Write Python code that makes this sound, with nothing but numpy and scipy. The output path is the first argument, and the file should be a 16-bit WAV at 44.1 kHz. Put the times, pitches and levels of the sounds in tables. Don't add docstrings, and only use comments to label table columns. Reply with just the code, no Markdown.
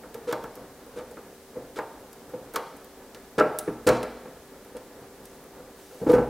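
import sys
import numpy as np
from scipy import signal
from scipy.fft import rfft, irfft, next_fast_len
from scipy.io import wavfile
from scipy.ndimage import uniform_filter1d

SR = 44100
rng = np.random.default_rng(int(sys.argv[2]) if len(sys.argv) > 2 else 0)


def store_pcm(level_fs):
    pcm = np.round(np.clip(level_fs, -1, 1) * 32767).astype(np.int16)
    wavfile.write(sys.argv[1], SR, np.atleast_2d(pcm).T)


N = 277389


def amp(db):
    return 10 ** (np.asarray(db) / 20)


def unit_rms(x):
    return x / np.sqrt(np.mean(x ** 2) + 1e-20)


def curve(points, hz):
    frequencies, values = np.transpose(points)
    return np.interp(np.log(hz + 1), np.log(frequencies + 1), values)


def filtered(x, gain):
    size = next_fast_len(x.shape[-1] + 1024)
    spectrum = rfft(x, size) * gain(np.fft.rfftfreq(size, 1 / SR))
    return irfft(spectrum, size)[..., :x.shape[-1]]


def add(mix, s, sound):
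    part = mix[..., max(round(s * SR), 0):][..., :sound.shape[-1]]
    part += sound[..., :part.shape[-1]]


def noise_bands(centres, size):
    hz = np.fft.rfftfreq(size, 1 / SR)
    masks = np.sqrt([curve(list(zip(centres, pick)), hz) for pick in np.eye(len(centres))])
    phases = np.exp(2j * np.pi * rng.random(masks.shape))
    return irfft(masks * hz / (hz + centres[0] / 2) * phases, size)


# (frequency [Hz], relative spectral density [dB])
AIR_SPECTRUM = [(12, -38), (20, -5.5), (113, -14.5), (233, -7), (292, -4), (335, -12.5), (386, -8),
                (524, -6), (637, -13), (693, -10.5), (1110, -17.5), (1690, -20), (2650, -27), (14100, -31),
                (15800, -32)]
# (frequency [Hz], side-to-mid ratio [dB])
AIR_WIDTH = [(60, -13.5), (120, -14.5), (240, -25), (480, -29), (950, -18.5), (1890, -11.5), (3770, -2.5),
             (7520, -2), (15000, -0.5)]
# (frequency [Hz], level [dB])
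HUM_PARTIALS = [(59.2, -71), (269.2, -77.5), (387.6, -57.5), (463, -63), (1184, -74), (1712, -73)]


def room_tone(air_db=-49, flutter_db=-1.5):
    mid = filtered(rng.standard_normal(N), lambda hz: amp(curve(AIR_SPECTRUM, hz)))
    side = filtered(rng.standard_normal(N),
                    lambda hz: amp(curve(AIR_SPECTRUM, hz) + curve(AIR_WIDTH, hz)))
    gain = amp(air_db) / mid.std()
    low = filtered(mid, lambda hz: 1 / (1 + (hz / 1800) ** 4))
    flutter = unit_rms(filtered(rng.standard_normal(N), lambda hz: np.exp(-(hz / 8) ** 2)))
    mid = mid + low * (amp(flutter_db * flutter) - 1)
    t = np.arange(N) / SR
    hum = sum(np.sqrt(2) * amp(db) * np.sin(2 * np.pi * (hz * t + rng.random()))
              for hz, db in HUM_PARTIALS)
    return gain * np.array([mid + side, mid - side]) + hum


# (frequency [Hz], band level [dB], decay time T60 [s])
ROOM_BANDS = [(143, -4.5, 0.82), (426, -7.5, 0.89), (1140, -5, 0.87), (2750, -6.5, 0.98), (7050, -13, 0.54),
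              (14000, -12, .18)]


def reverberation(x, build_s=0.0052):
    hz, db, t60 = np.transpose(ROOM_BANDS)
    t = np.arange(SR * 3 // 4) / SR
    envelopes = amp(-60 * t / t60[:, None]) * (1 - np.exp(-(t / build_s) ** 2))
    envelopes /= np.linalg.norm(envelopes, axis=1)[:, None]
    tail = amp(db) @ (noise_bands(hz, len(t)) * envelopes) * np.sqrt(len(t))
    return signal.fftconvolve(x, tail)[:N]


# (time [s], duration [s], level [dB])
GRIP_SLIDES = [(5.204, 0.19, -63), (5.72, 0.56, -58.5)]


def grip_friction(ramp_share=0.31):
    spectrum = [(800, 0), (3000, 7), (7000, 7.5), (15000, 2)]
    hiss = filtered(rng.standard_normal(N), lambda hz: amp(curve(spectrum, hz)))
    envelope = np.zeros(N)
    for s, length, db in GRIP_SLIDES:
        add(envelope, s, amp(db) * signal.windows.tukey(int(length * SR), ramp_share))
    return unit_rms(hiss) * envelope


def dense_modes(table, colour_db, size):
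    hz, db, t60 = np.transpose(table)
    decay = amp(-60 * np.arange(size) / SR / t60[:, None])
    rings = noise_bands(hz, size) * decay
    rings *= np.sqrt((decay ** 2).sum(1) / (rings ** 2).sum(1))[:, None]
    return amp(db + colour_db(hz)) @ rings


def resolved_modes(table, colour_db, size):
    hz, db, t60 = np.transpose(table)
    t = np.arange(size) / SR
    cycles = hz[:, None] * t + rng.random((len(hz), 1))
    rings = np.sin(2 * np.pi * cycles) * amp(-60 * t / t60[:, None])
    return amp(db + colour_db(hz)) @ rings * np.sqrt(2) / np.linalg.norm(amp(db))


# (frequency [Hz], relative level [dB], decay time T60 [s])
SHELL_MODES = [(56, -23, 0.98), (122.5, -10, 0.45), (141.5, -26, 1), (242.5, -10, 0.72), (263.6, -6.5, 0.2),
               (307.5, 0.5, 0.15), (334.7, -6, 0.39), (420.8, 3.5, 0.15), (436, -4.5, 0.35),
               (463, 3.5, 0.19), (504, 1, 0.22), (528.7, -5.5, 0.48), (616.8, -0.5, 0.27), (842, -10, 0.64),
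               (836, -3, 0.17), (914, -5.5, 0.43), (1110, -13, 0.3), (1154, -23.5, 0.53),
               (1211, -8.5, 0.29), (1326, -2.5, 0.13), (1323, -5, 0.05), (1610, -37, 1), (1511, -14, 0.22),
               (1630, -48, 0.1), (2210, -10, 0.11), (2574, -42, 0.63)]
# (frequency [Hz], relative band level [dB], decay time T60 [s])
SHELL_BANDS = [(62.5, -20, 0.26), (120, -23, 0.21), (243, -5.5, 0.24), (435, -10.5, 0.55), (654, -10, 0.64),
               (974, -11.5, 0.41), (1430, -4.5, 0.11), (1910, -17, 0.24), (3060, -23.5, 0.098),
               (6060, -29, .18)]


def shell(blows, modes_db=-3, bands_db=-6, rise_s=0.0026, lift_width_hz=28, swing_db=-2, swing_s=0.0034):
    out, t = np.zeros(N), np.arange(SR // 2) / SR
    for s, db, bass_db, treble_db, mode_hz, lift_db in blows:
        spectrum = [(300, bass_db), (450, 0), (620, 0),
                    (1200, treble_db), (2400, treble_db), (5000, treble_db - 2)]
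        colour = lambda hz: curve(spectrum, hz)
        favoured = lambda hz: colour(hz) + lift_db / (1 + ((hz - mode_hz) / lift_width_hz) ** 2)
        ring = amp(modes_db) * resolved_modes(SHELL_MODES, favoured, len(t))
        ring += amp(bands_db) * dense_modes(SHELL_BANDS, colour, len(t))
        attack = 1 - np.exp(-(t * amp(treble_db) / rise_s) ** 2)
        swing = 1 + amp(swing_db) * np.exp(-t / swing_s)
        add(out, s, amp(db) * ring * attack * swing)
    return out


def judders(shakes, overtone_db=-22, waver_share=0.012):
    out = np.zeros(N)
    for s, length, hz, db in shakes:
        drift = unit_rms(uniform_filter1d(rng.standard_normal(SR // 4), SR // 100))[:int(length * SR)]
        phase = 2 * np.pi * np.cumsum(hz * (1 + waver_share * drift)) / SR
        tone = np.sin(phase) + amp(overtone_db) * np.sin(2 * phase)
        add(out, s, amp(db) * unit_rms(tone) * signal.windows.tukey(len(tone), .5))
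    return out


# (frequency [Hz], relative band level [dB], decay time T60 [s])
CONTACT_BANDS = [(1290, -18.5, 0.25), (2500, -12, 0.019), (4000, -16.5, 0.06), (6260, -11, 0.04),
                 (10300, -10, 0.029), (14200, -4.5, 0.011)]


def blade_ticks(clicks, lift_db=6.5, steel_width_hz=1800, onset_s=0.00033, gain_db=-2):
    out, t = np.zeros(N), np.arange(SR // 10) / SR
    for s, db, tilt_db, steel_hz in clicks:
        contact = dense_modes(CONTACT_BANDS, lambda hz: tilt_db * np.log2(hz / 7000), len(t))
        contact *= 1 + np.exp(-t / onset_s)
        steel = signal.lfilter(*signal.iirpeak(steel_hz, steel_hz / steel_width_hz, fs=SR), contact)
        add(out, s, amp(db + gain_db) * (contact + (amp(lift_db) - 1) * steel))
    return out


def shearing(rasps, tears_per_s=4000, spread_db=3, low_hz=1200, top_hz=13000):
    out, size = np.zeros(N), SR // 8
    passband = lambda hz: hz ** 2 / (hz ** 2 + low_hz ** 2) / (1 + (hz / top_hz) ** 8)
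    for s, length, db, tilt_db in rasps:
        strengths = amp(spread_db * np.minimum(rng.exponential(1, size), 4))
        tears = (rng.random(size) < tears_per_s / SR) * rng.choice([-1, 1], size) * strengths
        colour = lambda hz: amp(tilt_db * np.log2(1 + hz / 2500)) * passband(hz)
        rasp = filtered(tears, colour)[:int(length * SR)]
        add(out, s, amp(db) * unit_rms(rasp) * signal.windows.tukey(len(rasp), .4))
    return out


PANEL_LIFT_DB = 12


def fidgeting(count=12, knock_db=-47.5, mode_hz=500, tick_db=-52, tilt_db=5, steel_hz=12300):
    times = (np.arange(count) + rng.random(count)) * N / SR / count
    touches = list(zip(times, rng.uniform(-6, 0, count)))
    knocks = shell([(s, knock_db + db, 0, 0, mode_hz, PANEL_LIFT_DB) for s, db in touches])
    ticks = blade_ticks([(s, tick_db + db, tilt_db, steel_hz) for s, db in touches])
    return np.array([knocks, ticks])


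# (time [s], level [dB], bass of the push [dB], treble of the crack [dB], panel mode [Hz])
PANEL_FLEXES = [(.033, -44, -1, 4, 952), (.146, -37, 1.5, -4, 466), (0.441, -40, 6.5, 6.5, 475),
                (.57, -44, 4, -1, 500), (1.112, -45.5, -5, -1, 488), (1.169, -43, 5, 7, 480),
                (1.554, -32.5, 3.5, -10, 494), (2.334, -34, 3, -3.5, 510), (3.146, -48.5, 8, -1, 487),
                (3.675, -29, 9.5, 0.5, 414), (4.032, -37, 6, 0, 415), (4.255, -43.5, 5.5, 4, 516),
                (4.746, -38, 2, -3.5, 510), (5.593, -48, 3, 1, 496), (5.908, -44, -9, -3, 505),
                (6.011, -29.5, 11, -10, 470), (6.063, -21, 5, -5.5, 310), (6.087, -14, 0.5, -9, 308),
                (6.131, -17.5, 7, -1.5, 1504), (6.18, -20, 6, -3, 824)]
# (time [s], level [dB], spectral tilt [dB/octave], steel resonance [Hz])
BLADE_CONTACTS = [(.144, -36, -2.5, 12500), (.439, -41, -2.5, 12500), (.555, -41, 1, 12000),
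                  (1.112, -46.5, 0, 11000), (2.13, -41.5, 0, 12600), (2.538, -39, 4, 12700),
                  (2.767, -48, 8, 11300), (2.845, -47, 4, 12500), (3.147, -40.5, -4, 4040),
                  (3.5875, -20, 4, 10700), (3.872, -22.5, -6.5, 9800), (4.03, -32.5, -6, 10300),
                  (4.768, -40.5, -3, 10900), (5.255, -40, 1.5, 9100), (6.119, -35, 2, 11000)]


def handling(judder_hz=493, judder_s=0.0355, judder_db=-6.5):
    knocks = shell([(*flex, PANEL_LIFT_DB) for flex in PANEL_FLEXES])
    shudder = judders([(s, judder_s, judder_hz, db + judder_db) for s, db, *_ in PANEL_FLEXES])
    return np.array([knocks + shudder, blade_ticks(BLADE_CONTACTS) + grip_friction()])


# (time [s], relative force [dB])
BUCKLING_FORCE = [(6.056, -20), (6.066, -31), (6.1, -14.5), (6.126, -22), (6.136, -15), (6.28, -35.5)]


def buckling(count=7, pop_db=-5, bass_db=1, treble_db=-3, mode_hz=465, lift_db=7,
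             groan_hz=493, groan_db=-2, scrape_db=-29, scrape_s=.12, scrape_tilt_db=-5):
    at, force_db = np.transpose(BUCKLING_FORCE)
    start, length = at[0], at[-1] - at[0]
    force = amp(np.interp(np.arange(N) / SR, at, force_db))
    times = start + length * (np.arange(count) + rng.random(count) / 2) / count
    pops = shell([(s, np.interp(s, at, force_db) + pop_db, bass_db, treble_db, mode_hz, lift_db)
                  for s in times])
    groan = judders([(start, length, groan_hz, groan_db)])
    scrape = shearing([(start, scrape_s, scrape_db, scrape_tilt_db)])
    return np.array([pops + force * groan, force * scrape])


# (position [share of stroke],
# level re bite [dB], extra bass [dB], extra treble [dB], panel mode [Hz], its lift [dB])
BLADE_SLIPS = [(0, -6, 5.5, 1, 312, 12.5), (0.299, -1, -7, 3, 427, 11.5), (0.702, 1.5, 0, 2.5, 614, 5)]
# (time [s], duration [s], bite [dB], shear [dB], shear tilt [dB/octave], judder [dB],
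# snap [dB], click [dB], bass of the push [dB], treble of the crack [dB], mode nearest the blades [Hz])
STROKES = [(0.27, 0.056, -35.5, -46.5, -9.5, -28, -23.5, -29.5, -5, 1, 1080),
           (0.957, .05, -40.5, -53.5, -7, -37, -42, -56, -3.5, 0.5, 504),
           (1.757, 0.03, -39.5, -46.5, -8, -60, -27, -41, -6, 3.5, 957),
           (2.539, .0205, -40.5, -51, -4, -40, -25.5, -23, -8.5, 6, 1080),
           (3.379, .027, -18.5, -35, -10.5, -23.5, -16, -50, -1.5, 0, 1334),
           (3.865, .024, -20, -33, -4, -21, -16, -21.5, 3.5, 0, 492)]


def cutting(judder_hz=487, snap_lift_db=13.5, squeak_s=0.011, squeak_db=-7.5,
            click_tilt_db=1.5, click_hz=4000, click_lift_db=9.5,
            split_s=0.1, split_db=-44, split_tilt_db=-12):
    blows, shakes, rasps, clicks = [], [], [], []
    for (s, length, bite_db, shear_db, tilt_db, judder_db,
         snap_db, click_db, push_db, crack_db, mode_hz) in STROKES:
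        for share, db, bass_db, treble_db, hz, lift_db in BLADE_SLIPS:
            slip_s = s + share * length
            blows.append((slip_s, bite_db + db, push_db + bass_db, crack_db + treble_db, hz, lift_db))
        rasps.append((s, length, shear_db, tilt_db))
        shakes.append((s, length, judder_hz, judder_db))
        end = s + length
        blows.append((end, snap_db, push_db, crack_db, mode_hz, snap_lift_db))
        shakes.append((end, squeak_s, mode_hz, snap_db + squeak_db))
        clicks.append((end, click_db, click_tilt_db, click_hz))
    rasps.append((end, split_s, split_db, split_tilt_db))
    plastic = shell(blows) + judders(shakes)
    blades = blade_ticks(clicks, click_lift_db) + shearing(rasps)
    return np.array([plastic, blades])


def scene(bench_s=0.003, bench_db=-8, plastic_wet_db=-4, blades_wet_db=-1):
    plastic, blades = cutting() + handling() + buckling() + fidgeting()
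    add(blades, bench_s, amp(bench_db) * blades)
    tail = reverberation(amp(plastic_wet_db) * plastic + amp(blades_wet_db) * blades)
    return plastic + blades + tail + room_tone()


def record(dry, low_cut_hz=36, high_cut_hz=15900):
    thinned = signal.sosfilt(signal.butter(2, low_cut_hz, "high", fs=SR, output="sos"), dry)
    low_pass = signal.firwin(511, high_cut_hz, window=("kaiser", 9), fs=SR)
    return signal.oaconvolve(thinned, low_pass[None], "same")


dry = scene()
out = record(dry)
store_pcm(out)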